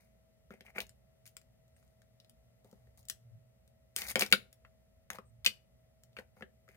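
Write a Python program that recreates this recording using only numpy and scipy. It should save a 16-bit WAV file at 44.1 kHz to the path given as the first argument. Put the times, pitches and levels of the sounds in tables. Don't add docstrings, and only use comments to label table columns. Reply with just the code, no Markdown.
import sys
import numpy as np
from scipy import signal
from scipy.fft import rfft, irfft, next_fast_len
from scipy.io import wavfile
from scipy.ndimage import map_coordinates

SR = 44100
rng = np.random.default_rng(int(sys.argv[2]) if len(sys.argv) > 2 else 0)


def put_to_file(sound):
    columns = np.atleast_2d(sound).T
    safe = np.clip(columns, -1, 1)
    whole_steps = np.round(safe * 32767)
    wavfile.write(sys.argv[1], SR, whole_steps.astype(np.int16))


def elevation(decibels):
    levels = np.asarray(decibels, float)
    return 10 ** (levels / 20)


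N = 298116
LAG = 6
PLATE_PAN = elevation([[2.2], [-2.2]])


def unit(x):
    return x / np.sqrt(np.mean(x ** 2) + 1e-20)


def along(points, hz):
    f, v = np.transpose(points)
    return np.interp(np.log(hz + 1), np.log(f + 1), v)


def wobble(rate):
    knots = rng.standard_normal(int(N * rate / SR) + 4)
    return map_coordinates(knots, [np.arange(N) * rate / SR])


def filtered(x, response):
    m = next_fast_len(N + SR // 2)
    return irfft(rfft(x, m) * response(np.fft.rfftfreq(m, 1 / SR)), m)[..., :N]


def resonances(peaks):
    def response(f):
        total = 0
        for k, (centre, width, db) in enumerate(peaks):
            band = 1j * f * width / (centre * centre - f * f + 1j * f * width)
            total = total + (-1) ** k * elevation(db) * band
        return total
    return response


# frequency in Hz, left-right likeness (1 = same).
LIKENESS = [(60, 0.97), (180, 0.41), (550, -0.46), (1650, 0.05), (4970, -1.1), (15000, 0.34)]


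def rush(spectrum):
    below, above = (spectrum[0][0] * .8, -120), (spectrum[-1][0] * 1.05, -120)
    closed = [below] + list(spectrum) + [above]

    def mid_side(hz):
        turn = np.arccos(np.clip(along(LIKENESS, hz), -2 / 3, 1)) / 2
        return elevation(along(closed, hz)) * [np.cos(turn), np.sin(turn)]

    mid, side = filtered(rng.standard_normal((2, N)), mid_side)
    return np.array([mid + side, mid - side]) / np.std(mid)


# frequency in Hz, level in dB per Hz.
AIR_COLOUR = [(140, -12.5), (235, -12), (275, -27), (387, -24.5), (464, -19), (640, -17), (720, -21),
              (932, -32.5), (1650, -36), (1920, -29.5), (2250, -34), (4160, -37.5), (14900, -40.5),
              (16300, -52)]
RUMBLE_COLOUR = [(15, -30), (30, -22.5), (45, -15.5), (60, 0), (85, -5), (110, -22)]
HUM_COLOUR = [(80, -26), (100, -8), (118, 4.5), (140, -7), (170, -25.5)]
# frequency in Hz, level in dB rms.
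MOTOR_LINES = [(559.9, -88), (646.0, -78.5), (1292, -102), (1351, -100), (2013, -100)]
# time in seconds, width in seconds, hum gain in dB, rumble gain in dB.
TABLE_LEANS = [
    (.86, 0.059, -1, 12),
    (2.9, 0.14, 3.5, 4),
    (3.319, 0.098, 17, -0.5),
    (4.1, .1, 7, 9.5),
    (4.35, .15, 7, 7),
    (5.0, .1, -3.5, 5),
    (5.35, 0.16, 9, 4),
    (6.34, .2, -0.5, 4.5),
]
# frequency in Hz, left over right in dB.
BACKGROUND_BALANCE = [(60, -0.5), (300, -0.5), (700, 2.5), (8000, 2.5)]


def background():
    t = np.arange(N) / SR
    s, width, *gains_db = np.transpose(TABLE_LEANS)
    hum_db, rumble_db = gains_db @ np.exp(-((t - s[:, None]) / width[:, None]) ** 2)
    air = elevation(-76 + 0.4 * wobble(2.3)) * rush(AIR_COLOUR)
    hum = elevation(-72.5 + hum_db + wobble(8)) * rush(HUM_COLOUR)
    rumble = elevation(-73 + rumble_db + 1.0 * wobble(6)) * rush(RUMBLE_COLOUR)
    whine = 0
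    for hz, db in MOTOR_LINES:
        level = np.sqrt(2) * elevation(db + 1.5 * wobble(10))
        whine = whine + level * np.sin(2 * np.pi * hz * t + .4 * wobble(12))
    balance = lambda hz: elevation(along(BACKGROUND_BALANCE, hz) * [[.5], [-.5]])
    return filtered(air + hum + rumble + whine, balance)


# frequency in Hz, t60 in seconds.
ROOM_DECAY = [(200, 0.22), (1000, 0.1), (4000, 0.083), (12000, 0.08)]


def tail(wet_db):
    far_db, far_times = -16, 2.9
    hz, t, z = signal.stft(rng.standard_normal((2, SR // 4)), SR, nperseg=256)
    fall_db = -60 * t / along(ROOM_DECAY, hz)[:, None]
    z = z * (elevation(fall_db) + elevation(far_db + fall_db / far_times))
    h = signal.istft(z, SR, nperseg=256)[1]
    h = h * (1 - np.exp(-np.arange(h.shape[1]) / SR / 0.001))
    return elevation(wet_db) * h / np.linalg.norm(h[0])


def held(s, length, t):
    swell_s, release_s, fall_db = .012, .015, 21
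    early = np.clip(s - t, 0, None) / swell_s
    late = np.clip(t - s - length, 0, None) / release_s
    return -fall_db * (early + late)


# start in seconds, length in seconds, body level in dB,
# edge in dB over body, plate in dB over body.
SLIDE_STROKES = [
    (0.654, 0.052, -58, -17, -2.5),
    (0.757, 0.038, -46.5, -18, -0.5),
    (3.974, 0.027, -46, 2, -5.5),
    (4.012, 0.062, -45.5, -4.5, -6.5),
    (4.086, 0.031, -45, -0.5, -1.5),
    (4.198, .014, -40, -1, 1.5),
    (5.11, .028, -61.5, -11, 11),
    (6.174, 0.016, -62, -7, 5.5),
    (6.368, 0.065, -70, -8.5, 7.5),
    (6.696, 0.077, -68, -11, -10.5),
]
# start in seconds, time to rest in seconds, body level in dB,
# edge in dB over body, plate in dB over body.
SETTLE_STROKES = [(0.001, .14, -69.5, -5, -3), (0.512, .08, -55.5, -15, -2.5),
                  (0.786, .012, -33.5, -15.5, -6.5), (.812, .03, -47, 1, 5.5), (1.263, .05, -64, 5, -20),
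                  (1.767, .3, -81.5, 3, 0), (2.649, .3, -80.5, 2, 17.5), (2.978, .055, -77, 14, 15),
                  (4.165, .03, -39, -10.5, 10), (4.212, .055, -33, -3.76, -1),
                  (5.146, .045, -51, -6.5, 3.5), (5.45, .014, -34.5, 1.5, -10.5),
                  (6.192, .05, -61.5, -5.5, 14)]


def stroke(part):
    t = np.arange(N) / SR
    gain = np.zeros(N)
    for s, length, db, *over_body in SLIDE_STROKES:
        gain += elevation(db + [0, *over_body][part] + held(s, length, t))
    for s, rest, db, *over_body in SETTLE_STROKES:
        fall_db = 22.5 * abs(t - s) / rest
        gain += (t > s) * elevation(db + [0, *over_body][part] - fall_db)
    return gain


def grit(rate, size_db, shared):
    chance = rate / SR * elevation(2.3 * wobble(90))
    hits = (rng.random(N) < chance) * elevation(size_db * rng.random(N))
    common, *own = rng.standard_normal((3, N))
    pair = hits * (np.sqrt(shared) * common + np.sqrt(1 - shared) * np.array(own))
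    return np.array([pair[0], np.roll(pair[1], LAG)])


# frequency in Hz, width in Hz, level in dB.
BODY_RUB = [(1210, 800, -7.5), (2250, 710, -0.5)]
EDGE_RUB = [(3697, 440, -7.5), (4730, 840, -4.5), (6540, 680, -3.8), (8800, 620, -2.5), (11000, 2000, -4),
            (14300, 2700, -6)]
PLATE_RUB = [(194.8, 20, 0.5), (510, 150, -4), (810, 200, -1)]
# start in seconds, length in seconds, level in dB.
FINGER_SQUEAKS = [
    (1.762, .008, -74.5),
    (5.257, 0.041, -79.5),
]


def rubs():
    t = np.arange(N) / SR
    body_twice = lambda f: resonances(BODY_RUB)(f) ** 2
    body = unit(filtered(grit(2000, size_db=9, shared=0.88), body_twice)) * stroke(0)
    edge = unit(filtered(grit(2100, size_db=9, shared=0.17), resonances(EDGE_RUB))) * stroke(1)
    plate = unit(filtered(grit(2800, size_db=3, shared=1.0), resonances(PLATE_RUB))) * stroke(2)
    squeak = unit(filtered(grit(3600, size_db=-1, shared=0.75), resonances([(8460, 318, 0)])))
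    squeak = squeak * sum(elevation(db + held(s, length, t)) for s, length, db in FINGER_SQUEAKS)
    dry = (elevation(-4.5) * body + elevation(1.0) * edge + elevation(-9.5) * plate + squeak) * PLATE_PAN
    return dry + signal.fftconvolve(dry, tail(wet_db=-14), axes=1)[:, :N]


def ring(modes, rise, scatter_db, apart_db):
    f, level, t60 = np.transpose(modes)[:, :, None]
    t = np.arange(int(SR * min(1 / 12, 1.25 * t60.max()))) / SR
    phase = 2 * np.pi * rng.random(f.shape)
    waves = np.sin(2 * np.pi * f * t + phase) * elevation(-60 * t / t60) * (1 - np.exp(-t / rise))
    blow_db = level.T + rng.normal(0, scatter_db, len(f))
    pair = elevation(blow_db + apart_db * rng.standard_normal((2, len(f)))) @ waves
    pair = np.pad(pair, ((0, 0), (0, SR // 12 - len(t))))
    return pair / np.linalg.norm(pair, axis=1)[:, None]


def add(out, s, hit, heavy, wet_db):
    sound = signal.fftconvolve(PLATE_PAN * (hit + elevation(-5.5) * heavy), tail(wet_db), axes=1)
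    sound[:, :hit.shape[1]] += PLATE_PAN * hit + elevation([[1.2], [-1.2]]) * heavy
    at = round(s * SR)
    out[0, at:][:sound.shape[1]] += sound[0]
    out[1, at + LAG:][:sound.shape[1]] += sound[1]


# frequency in Hz, level in dB, t60 in seconds.
HELD_MODES = [(1417, .1, .04), (1550, -4.5, 0.044), (1820, -12.5, 0.054), (2195, 0.44, 0.031),
              (2330, -3.5, 0.035), (2520, -4, 0.021), (2705, -2, .03), (3130, -12, 0.036),
              (3560, -10, 0.06), (4010, -13.5, 0.073), (4400, -13, .05), (4730, -10.5, .05)]
LAID_MODES = [(2050, -10, .05), (2500, 3.5, 0.028), (3024, 2, 0.038), (3500, 1.5, .045), (4330, -8, .1),
              (4750, -16.5, 0.036), (4970, -17.5, .11), (6750, -16, .04), (7420, -11.5, .06),
              (8400, -17.5, .04)]
# start in seconds, level in dB.
HELD_HITS = [
    (.7821, -30),
    (4.1566, -24.5),
    (4.2215, -27.5),
    (4.3252, -7.5),
    (4.333, -13.5),
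    (4.6491, -56),
    (6.1671, -38.5),
    (6.1871, -44),
    (6.4233, -47.5),
]
LAID_HITS = [
    (5.4464, -44),
    (5.462, -11.5),
    (5.4745, -23.5),
]


def whole_shells():
    out = np.zeros((2, N + SR))
    for modes, hits in ((HELD_MODES, HELD_HITS), (LAID_MODES, LAID_HITS)):
        for s, db in hits:
            sound = ring(modes, rise=0.00027, scatter_db=1.0, apart_db=5.5)
            add(out, s, elevation(db + 15) * sound, 0, wet_db=-13.5)
    return out[:, :N]


# start in seconds, bowl peak in dB, favoured mode in Hz,
# hardness in dB, weight on the plate in dB.
GRAZE_HITS = [
    (4.303, -61, 11000, 10.5, 1.3),
    (4.3148, -37.5, 2417, -3, -6),
]
CLACK_HITS = [(0.5062, -43, 1370, -19.5, 2), (0.6079, -44, 2660, -12, -7.5), (0.7603, -43, 1210, -28, -0.5),
              (0.7821, -28, 2250, -25, -10.5), (0.8038, -32, 2480, -3, -13.5), (4.0187, -32, 2120, -4, -16),
              (4.1566, -16, 2280, -12, -8), (4.1754, -35.5, 2147, -15, 3),
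              (4.2215, -16.5, 2260, -11.5, -12), (4.2625, -41.5, 1520, 1, -11.5),
              (4.3252, -10.5, 2263, -4.5, -16.5), (4.334, -23.5, 1456, -9, -4),
              (5.1571, -43, 1057, -12.5, -16), (5.1856, -35.5, 1230, -21, -6),
              (5.462, -17, 2900, -2.5, -25), (6.1671, -37, 2267, -20.5, -17),
              (6.1871, -35.5, 1530, -19, -6), (6.4085, -45, 1388, -22.5, -1),
              (6.4234, -34.5, 1706, -29, -5)]
NUDGE_HITS = [(0.538, -52, 2300, -9, 4), (0.6646, -47.5, 2320, -14, -26), (1.4148, -63, 1910, 1.5, -18),
              (1.8272, -64.5, 1520, -6, -8), (2.0187, -59.5, 1810, -3, -18), (2.6454, -66, 1330, 2.5, 13.5),
              (2.7284, -61, 980, -3, 15), (2.8711, -64.5, 1810, -10, -2),
              (4.6491, -46.5, 1500, -25.5, -16.5), (6.3683, -56.5, 1430, -22.5, -1),
              (6.6794, -53.5, 1250, -16, -9), (6.6884, -49.5, 2117, -10.5, -6.5),
              (6.7466, -58.5, 2080, -10.5, -7.5)]
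CATCH_HITS = [
    (2.2007, -69, 3920, 8.5, -16),
    (2.2465, -65.5, 4400, -1.5, -15.5),
    (4.0848, -46.5, 4700, 0.5, -13.5),
    (4.2088, -26.5, 3545, -4, -14),
    (5.4469, -33.5, 3090, -4.5, -30),
    (5.4732, -30.5, 2980, -4, -11),
    (6.1305, -83, 4460, 7, -6),
]
# start in seconds, bowl peak in dB, favoured mode in Hz, hardness in dB.
TICK_HITS = [(0.867, -64, 6600, 8), (0.8932, -57.5, 7050, 8), (1.256, -55, 6500, 2),
             (1.266, -59.5, 6700, -3), (1.276, -61, 10900, 12.5), (1.3674, -45, 7550, 5),
             (1.68, -86.5, 10800, 17), (1.7647, -62, 8460, -10), (1.878, -79, 10400, 9),
             (2.2958, -64.5, 8700, 11), (2.697, -87, 11570, 13), (2.713, -75, 11900, 14),
             (2.9746, -74.5, 10900, 17), (2.981, -69, 10600, -10), (3.029, -82.5, 6800, 19),
             (3.053, -79, 7650, 21.5), (3.0853, -56, 7200, 19), (3.0986, -36.5, 7850, 10.5),
             (3.677, -71, 8600, 9.5), (3.9626, -29.5, 8360, 6.5), (3.986, -38, 9450, 6),
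             (4.1103, -35, 9150, -4.5), (4.115, -49.5, 8800, 14.5), (4.1942, -30.5, 10080, 8),
             (4.5281, -61, 11130, 11), (5.1025, -28.5, 6585, -5), (5.132, -43.5, 11900, -2.5),
             (6.0354, -63, 7300, 10)]


def contacts():
    ticks = [(*row, -19) for row in TICK_HITS]
    kinds = [(CLACK_HITS, -1.5), (NUDGE_HITS, -8), (CATCH_HITS, 3), (ticks, -11.5), (GRAZE_HITS, -11.5)]
    found = []
    for rows, ribs_db in kinds:
        for s, db, hz, hard_db, weight_db in rows:
            found.append((s, db, hz, hard_db + ribs_db, hard_db, weight_db))
    return sorted(found)


def crowd(span, hz, tilt_db, count):
    lo, hi, short, long = span
    u = rng.random((count, 2))
    place = (np.arange(count) + u[:, 0]) / count
    linger = u[:, 1] ** 2
    rows = np.c_[lo + (hi - lo) * place, tilt_db * place - 9 * linger, short * (long / short) ** linger]
    favoured = (hz, -1.5 if lo < hz < hi else -60, 0.91 * long)
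    return np.r_[rows, [favoured]]


# lowest in Hz, highest in Hz, shortest t60 in seconds, longest t60 in seconds.
BOWL_SPAN = (1050, 3300, 0.0062, 0.021)
RIB_SPAN = (2800, 5600, .006, 0.023)
RIM_SPAN = (5400, 16000, 0.0044, 0.021)
# frequency in Hz, level in dB, t60 in seconds.
PLATE_MODES = [(188, -6, .11), (204.3, 8, 0.058), (323, -41, 0.0481), (389.4, -2.5, 0.095),
               (432, -5, 0.066), (515, 9, 0.038), (673, -12, 0.044), (744, 1.5, 0.027), (870, -16.5, 0.034)]


def knocks():
    out = np.zeros((2, N + SR))
    for s, db, hz, ribs_db, rim_db, thud_db in contacts():
        soft_db = np.clip(ribs_db + 7.5, -20, 0)
        bowl_modes = crowd(BOWL_SPAN, hz, tilt_db=-2.5, count=16)
        focus_hz = hz if hz < BOWL_SPAN[1] else 2100
        octaves = np.log2(bowl_modes[:, :1] / focus_hz)
        bowl_modes = bowl_modes - 13 * octaves ** 2 * [0, 1, 0]
        rib_modes = crowd(RIB_SPAN, hz, tilt_db=.4 * soft_db, count=20)
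        rim_modes = crowd(RIM_SPAN, hz, tilt_db=-5, count=44)
        bowl = ring(bowl_modes, rise=.0003, scatter_db=1, apart_db=2)
        ribs = ring(rib_modes, rise=.0003, scatter_db=1, apart_db=2.5)
        rim = ring(rim_modes, rise=.0003, scatter_db=1, apart_db=3)
        thud = ring(PLATE_MODES, rise=.002, scatter_db=2.5, apart_db=1)
        hit = bowl + elevation(ribs_db + 7.0) * ribs + elevation(rim_db + 1.5) * rim
        add(out, s, elevation(db + 13.5) * hit, elevation(db + thud_db + 20.0) * thud, wet_db=-6)
    no_deep_bass = lambda f: (1j * f / (130 + 1j * f)) ** 2
    return filtered(out[:, :N], no_deep_bass)


def scene():
    return background() + rubs() + whole_shells() + knocks()


def band_limit(x):
    return signal.sosfilt(signal.butter(12, 16820, fs=SR, output="sos"), x)


def record(dry):
    limited = dry / (1 + np.abs(dry / .9) ** 6) ** (1 / 6)
    mix = filtered(limited, lambda hz: 1 / (1 + (hz / 16350) ** 60))
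    return band_limit(mix)


dry = scene()
out = record(dry)
put_to_file(out)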